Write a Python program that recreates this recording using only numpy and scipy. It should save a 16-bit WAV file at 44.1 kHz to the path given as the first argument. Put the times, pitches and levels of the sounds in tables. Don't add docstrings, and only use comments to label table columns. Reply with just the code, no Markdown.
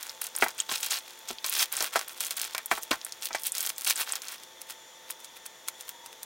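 import sys
import numpy as np
from scipy import signal
from scipy.fft import rfft, irfft
from scipy.io import wavfile
from scipy.ndimage import uniform_filter1d

SR = 44100
rng = np.random.default_rng(int(sys.argv[2]) if len(sys.argv) > 2 else 0)


def wav_out(sig):
    wavfile.write(sys.argv[1], SR, np.round(np.clip(np.atleast_2d(sig).T, -1, 1) * 32767).astype(np.int16))


N = 275609
MS = SR // 1000

# f/Hz, relative density/dB
HISS_CONTOUR = [(25, -18), (100, -10), (250, -4), (520, -1.5), (720, 1.5), (1500, -2), (2700, -4),
                (4500, -5), (6800, -10), (8500, -8.5), (15500, -12.5)]
# f/Hz, width/Hz, gain/dB
HISS_RESONANCES = [(508.6, 15.6, 12.6), (1020, 310, 1.9), (1974, 320, 5.4), (3440, 470, 12.3),
                   (5680, 240, 11.7), (6250, 120, 13.4), (6800, 450, 10.5)]
# f/Hz, rms level/dB
WHINE_TONES = [(357, -72.5), (452, -72.5), (527.6, -70), (644, -71.5), (888.2, -62.5), (1797, -70),
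               (3525, -65.5), (6417, -76), (7074, -66.5)]
# start t/s, length/s, level at 2.5-8 kHz ahead of the crackle trim/dB,
# swell start to end/dB, body relative to level/dB, air relative to level/dB
BAG_STROKES = [(0, .11, -46, -2.5, -3.5, 3.5), (.218, .052, -39, -6, -6.5, 3.5),
               (0.35, .15, -43, -1, -1, 2.5), (0.412, .028, -34, 3, -13, 3.5),
               (0.587, .025, -37, -3, -9.5, -2), (0.689, .068, -33, 8, -11, -2),
               (0.771, .055, -43, 0, -8, 7), (.829, .055, -33, -8, -10.5, -0.5),
               (0.907, .075, -31, -9, -8.5, 0.5), (1.06, .06, -49, 2, -9.5, 0.5),
               (1.286, .022, -35, -3, -9.5, -0.5), (1.445, .08, -35, -2, -9.5, 2),
               (1.523, .105, -28.5, 11, -9, 2.5), (1.723, .145, -35, 2, -4.5, 3),
               (1.929, .095, -39, -2, -1.5, 1.5), (2.084, .035, -45, -4.5, -4, 6),
               (2.16, .04, -47, 4, -7, 5), (2.206, .075, -36, -5, -9, 5), (2.309, .02, -38, -8, -5, 4),
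               (2.368, .09, -36, -1, -8, 2.5), (2.46, .13, -46, 0, -7, -2), (2.715, .065, -40, -2, -9, 3),
               (2.82, .018, -44, 0, -15, 7), (2.913, .04, -41, -4, -8, 1), (3.047, .03, -49, 0, 0, 7),
               (3.224, .047, -36, 0, -11.5, 2.5), (3.329, .033, -40, -1, -9, -7),
               (3.386, .06, -49, 2, -9, 11), (3.453, .023, -32, -1, -14, 6.5),
               (3.544, .155, -36, 3, -8, 4.5), (3.782, .075, -44, 4, -7.5, 7),
               (3.868, .04, -24, 3, -10.5, 3.5), (3.955, .062, -33.5, 12, -6, 4),
               (4.071, .095, -38, 1, -3.5, 0), (4.22, .125, -44.5, 5, -4, 3)]
# t/s, 1 ms energy ahead of the snap trim/dB, f/Hz, spread (floored later)/octaves
BIG_CREASES = [(.029, -25.5, 8100, 1.1), (.095, -24.5, 4650, 0.29), (0.216, -20.5, 11040, 0.71),
               (0.2416, -25, 8720, 0.53), (.268, -24.5, 7400, 0.97), (.3519, -29, 5670, 0.28),
               (0.3638, -18.5, 9100, 0.31), (0.3862, -22.5, 11820, .4), (0.4839, -25.5, 5670, 1.5),
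               (0.6942, -24.5, 3640, .3), (0.8301, -19.5, 6860, 0.24), (0.8638, -22, 5700, .9),
               (0.91, -21.5, 7060, 0.17), (1.2888, -26, 6230, 0.35), (1.3851, -31.5, 3630, 0.41),
               (1.444, -19, 4455, 0.56), (1.4632, -20.5, 6406, 1.4), (1.4963, -16.5, 12100, .55),
               (1.526, -20, 4510, 1.2), (1.5938, -14.5, 5054, .2), (1.7255, -19, 11000, 0.55),
               (1.7683, -18.5, 7724, 0.43), (1.806, -19, 5227, 0.48), (1.8249, -16.5, 7900, 1.5),
               (1.9923, -22.5, 5600, .7), (2.206, -16.5, 7760, 0.83), (2.2669, -23, 9310, 0.59),
               (2.3081, -19.5, 6530, 1.6), (2.3704, -21, 12200, .8), (2.4156, -16.5, 7750, 1.23),
               (2.549, -21.5, 4200, 0.97), (2.5807, -20, 3090, 1.73), (2.6597, -21.5, 11500, 0.48),
               (2.833, -25, 10500, 0.83), (2.914, -14, 2021, 0.89), (3.0145, -32.5, 4270, 0.47),
               (3.0487, -23.5, 8900, .35), (3.1232, -25.5, 5210, 0.59), (3.256, -19.5, 9100, 1.1),
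               (3.3302, -26.5, 5300, 0.36), (3.4349, -23.5, 11150, 0.99), (3.4674, -16.5, 11300, 0.66),
               (3.5203, -19.5, 8520, 0.33), (3.5514, -22.5, 6850, 1.1), (3.582, -17.5, 8000, 1.17),
               (3.6066, -17.5, 8796, 0.68), (3.628, -20.5, 12800, 0.57), (3.6638, -18, 10500, 1),
               (3.6923, -22, 8500, .7), (3.782, -22, 10600, 1.2), (3.8104, -27, 7700, .75),
               (3.847, -19.5, 7295, 0.69), (3.899, -16.5, 6450, 0.29), (3.9584, -22.5, 8190, 0.18),
               (3.9761, -26, 8095, 0.65), (4.1223, -17.5, 8300, 0.28), (4.156, -23, 7870, 1.09),
               (4.2196, -29.5, 5600, 0.65), (4.2842, -27.5, 5290, 0.8)]
# bass/dB, clack/dB, crack/dB, thud/dB
CASE_HITS = [(.4237, -11, -9.5, 1, -10, -31), (.4623, -21, -21, -7, -20, -30),
             (1.3045, -33, 3, -22, -3, -13), (1.807, -23.5, -17, -13, 3, -25),
             (1.826, -26, -18, -24, -4, -36), (1.9578, -11, -24, -11, -5.5, -37),
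             (2.714, -12, -19, -3, -7, -26), (2.776, -24.5, -20, -17, -16, -33),
             (3.307, -29, -17, -6, -19, -19), (3.348, -19.5, -27, -2.5, -4, -32)]
# t/s, body 1 ms energy/dB, then bass/dB, clack/dB, crack/dB, thud/dB
BOX_HITS = [(.692, -27.5, -15, -21, -7, -20), (.714, -25.5, -8.5, -8, 5, -21),
            (1.444, -29.5, -23, -3, 1, -32), (2.548, -27, -19.5, 1.5, -8, -26),
            (2.581, -33.5, -34, 3, -6, -30), (2.9098, -25, -0.5, -15, 6.5, -31),
            (2.9132, -19, -4, 0, -21, -16), (2.929, -22.5, -17, -7, -2, -30)]
# low f/Hz, high f/Hz
KNOCK_BANDS_HZ = [(220, 480), (480, 1500), (1500, 2700), (2500, 16000)]
# f/Hz, relative level/dB, t60/s
CASE_RING = [(242, -1, 0.075), (357, 0.5, 0.053), (446, -8, 0.097), (658.5, -4.5, 0.11),
             (720, -15.5, 0.032), (727, 6, 0.023), (805, -4.5, 0.08), (975, 3, 0.063), (1130, -9, 0.13),
             (1294, -1.5, 0.085), (1380, -12, 0.11), (1500, -4.5, 0.039), (1978, 4, 0.054),
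             (2060, -9, 0.13), (2300, 2, 0.075), (2490, 3, 0.047)]
# f/Hz, relative level/dB, t60/s
BOX_RING = [(205, -2, 0.04), (262, -14, 0.056), (340, -8, 0.056), (653, -4.5, 0.091), (715, -15, 0.042),
            (966, -25, 0.049), (1059, 4.5, 0.057), (1190, 5, 0.031), (1590, -1, 0.035), (1843, -17, 0.11),
            (2304, 2, 0.097), (2700, -24, 0.1)]
# t/s, 1 ms energy/dB
PLASTIC_POPS = [(0.585, -36), (0.602, -14)]
# f/Hz, relative level/dB, t60/s
POP_RING = [(3290, 5, 0.016), (3310, 0, 0.016), (2900, -6, 0.02), (3520, -5, 0.014), (6840, 8, 0.011),
            (7520, 2, 0.013), (8200, -1, 0.019), (8900, -4, 0.02), (13400, -12, 0.0048)]
# peak t/s, tick level ahead of the crackle trim/dB, 1/e time each side/s,
# click 1 ms energy ahead of the snap trim/dB, click f/Hz
SEAL_SQUEEZES = [(4.435, -56, 0.0087, -35.5, 5550), (4.6166, -47, 0.0062, -28.5, 9400),
                 (4.707, -41.5, .014, -31, 7060), (5.107, -40, .011, -24, 10400),
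                 (5.203, -51, .005, -41, 9000), (5.2458, -47.5, 0.0086, -32.5, 6200),
                 (5.368, -49, .008, -49, 7000), (5.4626, -44.5, 0.0058, -28, 8630),
                 (5.6846, -37, 0.0066, -20.5, 8800), (5.8093, -50, 0.019, -30, 7080),
                 (5.892, -45.5, .014, -24.5, 14000), (6.0615, -52.5, .01, -33, 7200),
                 (6.13, -52, .005, -48, 5000), (6.2312, -46, 0.0061, -27, 8480)]
# peak t/s, 1/e half length/s, peak level/dB
TONE_SWELLS = [(5.22, 0.12, -62.5), (5.994, 0.16, -57)]


def undb(db):
    return 10 ** (np.asarray(db) / 20)


def level(x, rms_db):
    return x * undb(rms_db) / np.sqrt(np.mean(x ** 2))


def blow(x, energy_db):
    return x * undb(energy_db) / np.sqrt(np.sum(x ** 2) / MS)


def fade(t60_s, size):
    return np.exp(-np.log(1000) * np.arange(size) / SR / t60_s)


def burst(t60_s, size):
    x = rng.standard_normal(size) * fade(t60_s, size)
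    return x / np.linalg.norm(x)


def ring(modes, scatter, size):
    t = np.arange(size) / SR
    chance = rng.standard_normal((len(modes), 3))
    x = np.zeros(size)
    for (hz, db, t60_s), (weight_db, detune, sign) in zip(modes, chance):
        tone = np.sin(2 * np.pi * hz * (1 + scatter * detune) * t)
        x += np.sign(sign) * undb(db + weight_db) * fade(t60_s, size) * tone
    return x / np.linalg.norm(x)


def band(x, lo_hz, hi_hz, order=3):
    return signal.sosfilt(signal.butter(order, [lo_hz, hi_hz], "band", fs=SR, output="sos"), x)


def click(spectrum_db):
    cepstrum = irfft(np.log(undb(spectrum_db)))
    half = len(cepstrum) // 2
    cepstrum[1:half] *= 2
    cepstrum[half + 1:] = 0
    return irfft(np.exp(rfft(cepstrum)))


def add(out, start_s, x):
    i = max(int(start_s * SR), 0)
    out[i:i + len(x)] += x[:max(N - i, 0)]


def background(hiss_db=-52.0, side_gain=0.16, waver=0.41, balance_db=.5):
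    hz = np.fft.rfftfreq(N, 1 / SR) + 1
    t = np.arange(N) / SR
    points_hz, points_db = np.transpose(HISS_CONTOUR)
    spectrum_db = np.interp(np.log(hz), np.log(points_hz), points_db)
    for f, width_hz, gain_db in HISS_RESONANCES:
        spectrum_db = spectrum_db + gain_db / (1 + (2 * (hz - f) / width_hz) ** 2)
    mid, side = (level(irfft(rfft(rng.standard_normal(N)) * undb(spectrum_db), N), hiss_db) for _ in range(2))
    for f, tone_db in WHINE_TONES:
        drift = waver * np.interp(t, np.linspace(0, t[-1], 50), rng.standard_normal(50))
        mid = mid + level((1 + drift) * np.sin(2 * np.pi * f * t + 2 * drift), tone_db)
    left = (mid + side_gain * side) * undb(balance_db)
    right = (mid - side_gain * side) * undb(-balance_db)
    return np.array([left, right])


def handling():
    held_db, held_body_db, held_air_db = -56, -5, 2
    settle_s, settle_release_s = 4.4, .09
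    attack_s, release_s = .006, .013
    t = np.arange(N) / SR
    power = undb(held_db) ** 2 * np.exp(-2 * np.maximum(t - settle_s, 0) / settle_release_s) + 1e-12
    body, air = power * held_body_db, power * held_air_db
    for s, length_s, db, swell_db, body_db, air_db in BAG_STROKES:
        before_s, after_s = np.minimum(t - s, 0), np.maximum(t - s - length_s, 0)
        edges = np.exp(before_s / attack_s - after_s / release_s)
        progress = np.clip((t - s) / length_s, 0, 1)
        stroke = (edges * undb(db + swell_db * (progress - .5))) ** 2
        power = power + stroke
        body = body + stroke * body_db
        air = air + stroke * air_db
    return 10 * np.log10(power), body / power, air / power


def crackle(level_db, body_db, air_db, base_per_s=750, size_db=6.5, own_db=7, kinship=0.72, slide=0.2, trim_db=-4.0):
    density_per_s = base_per_s * (1 + undb(level_db + 33))
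    at = np.flatnonzero(rng.random(N) < density_per_s / SR)
    chance = rng.standard_normal((len(at), 15))
    size = undb(size_db * chance[:, 0]) * np.sign(chance[:, 1])
    colour_db = own_db * chance[:, 2]
    edges_hz = [280, 600, 1000, 1600, 2400, 3200, 4100, 5300, 6700, 8200, 10300, 13000, 16500]
    shares_db = [body_db - 17.5, body_db - 9, body_db - 2.0, body_db - 1.5,
                 -6.5, -6, -7, -7.5,
                 0.36 * air_db - 10.5, 1.17 * air_db - 9.0, air_db - 12.5, air_db - 8.0]
    out, kinship = 0, np.clip(kinship, 0, 1)
    for k, share_db in enumerate(shares_db):
        colour_db = kinship * colour_db + np.sqrt(1 - kinship ** 2) * own_db * chance[:, 3 + k]
        x = slide * density_per_s / base_per_s * rng.standard_normal(N)
        x[at] += size * undb(colour_db)
        x = band(x, edges_hz[k], edges_hz[k + 1], order=2)
        running_rms = np.sqrt(uniform_filter1d(x ** 2, size=1300) + 1e-12)
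        out = out + (-1) ** k * x / running_rms * undb(level_db + share_db + trim_db)
    return out


def bags(level_db, body_db, air_db, taut_db=-6, taut_s=0.011):
    t = np.arange(N) / SR
    snap_s = np.append(np.sort(np.array(BIG_CREASES)[:, 0]), np.inf)
    wait_s = snap_s[np.searchsorted(snap_s, t)] - t
    return crackle(level_db, body_db, air_db) * undb(taut_db * np.exp(-wait_s / taut_s))


def small_creases(level_db, count=90, crowding=.7, typical_db=-28, growth=0.72, scatter_db=2,
                  pitch_hz=7300, pitch_octaves=0.51, spread_octaves=0.44, ceiling_db=-22):
    chance = rng.standard_normal((count, 3))
    work = np.cumsum(undb(crowding * level_db))
    at = np.searchsorted(work, work[-1] * (np.arange(count) + rng.random(count)) / count)
    db = typical_db + growth * (level_db[at] - np.median(level_db[at])) + scatter_db * chance[:, 0]
    hz = pitch_hz * 2 ** (pitch_octaves * chance[:, 1])
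    spread = spread_octaves * 2 ** (.5 * chance[:, 2])
    return list(zip(at / SR, np.minimum(db, ceiling_db), hz, spread))


def snaps(creases, skirt_db=-26, sharp=1.0, flutter=0.63, flutter_t60_s=0.023, trim_db=-2.0):
    out = np.zeros(N)
    hz = np.fft.rfftfreq(512, 1 / SR) + 1
    for s, db, pitch_hz, spread in creases:
        hump = np.exp(-.5 * (np.log2(hz / pitch_hz) / (sharp * max(spread, .2))) ** 2)
        radiation = hz ** 2 / (hz ** 2 + 700 ** 2)
        spectrum_db = 20 * np.log10((hump + undb(skirt_db)) * radiation + 1e-4)
        pulse = blow(click(spectrum_db), db + trim_db)
        shiver = flutter * burst(flutter_t60_s, size=1500)
        shiver[0] = 1
        add(out, s, np.convolve(pulse, shiver))
    return out


def knocks(hits, modes, contact, dense, dense_t60_s, crack_t60_s, punch=1.9, graze_db=-24):
    out = np.zeros(N)
    for s, db, bass_db, clack_db, crack_db, thud_db in hits:
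        crowd = blow(band(burst(dense_t60_s, size=9000), 710, 2600, order=2), 0) / np.sqrt(MS)
        body = ring(modes, 0.0044, size=9000) + dense * crowd
        body[0] += punch
        crack = burst(crack_t60_s, size=9000)
        crack[0] += contact
        parts = [body, -body, body, -crack]
        for x, (lo_hz, hi_hz), rel_db in zip(parts, KNOCK_BANDS_HZ, [bass_db, 0, clack_db, crack_db]):
            part = band(band(x, lo_hz, hi_hz, order=2), 200, 4400, order=1)
            add(out, s, blow(part, db + rel_db))
        thud = band(burst(0.15, size=9000), 25, 210, order=1)
        add(out, s, blow(thud, db + thud_db))
        graze = band(burst(0.016, size=1000), 650, 4000, order=2)
        add(out, s - .003, blow(graze, db + graze_db))
    return out


def pops():
    out = np.zeros(N)
    for s, db in PLASTIC_POPS:
        x = ring(POP_RING, 0.006, size=2000) + 0.12 * burst(0.032, size=2000)
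        add(out, s, blow(band(x, 1500, 11000, order=1), db))
    return out


def seal_ticks(body_db=-7, air_db=4):
    t = np.arange(N) / SR
    force = 1e-6 + sum(undb(db) * np.exp(-np.abs(t - s) / decay_s) for s, db, decay_s, _, _ in SEAL_SQUEEZES)
    return crackle(20 * np.log10(force), body_db, air_db, base_per_s=990, trim_db=-0.5)


def seal_clicks(spread_octaves=0.81):
    return [(s, db, hz, spread_octaves) for s, _, _, db, hz in SEAL_SQUEEZES]


def faint_tone(centre_hz=950, width_hz=40):
    t = np.arange(N) / SR
    swell = sum(undb(db) * np.exp(-((t - s) / half_s) ** 2) for s, half_s, db in TONE_SWELLS)
    noise = band(rng.standard_normal(N), centre_hz - width_hz / 2, centre_hz + width_hz / 2, order=2)
    return swell * level(noise, 0)


def scatter_tail(near, near_t60_s, far, far_t60_s):
    near_part = near * np.pad(burst(near_t60_s, size=16000), (MS, 2 * MS))
    far_part = far * np.pad(burst(far_t60_s, size=16000), (3 * MS, 0))
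    return near_part + far_part


def room(x, near=0.39, near_t60_s=0.032, far=0.044, far_t60_s=0.2, side_gain=.32, side_top_hz=4000):
    mid, side = (scatter_tail(near, near_t60_s, far, far_t60_s) for _ in range(2))
    mid = band(mid, 1600, 18000, order=1)
    mid[0] = 1
    side = side_gain * band(side, 20, side_top_hz, order=1)
    return np.array([signal.fftconvolve(x, mid + sign * side)[:N] for sign in (1, -1)])


def scene(balance_db=-0.04):
    level_db, body_db, air_db = handling()
    creases = BIG_CREASES + seal_clicks() + small_creases(level_db)
    film = bags(level_db, body_db, air_db) + snaps(creases) + pops() + seal_ticks()
    cases = knocks(CASE_HITS, CASE_RING, contact=0.54, dense=0.9, dense_t60_s=0.065, crack_t60_s=0.088)
    box = knocks(BOX_HITS, BOX_RING, contact=0.12, dense=0.95, dense_t60_s=0.11, crack_t60_s=0.058)
    near_sound = room(film + cases + box) * undb([[balance_db], [-balance_db]])
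    return near_sound + background() + faint_tone()


def record(dry, ceiling=.6, top_hz=16000):
    rounded = ceiling * np.tanh(dry / ceiling)
    return signal.sosfilt(signal.ellip(8, .2, 70, top_hz, fs=SR, output="sos"), rounded)


dry = scene()
out = record(dry)
wav_out(out)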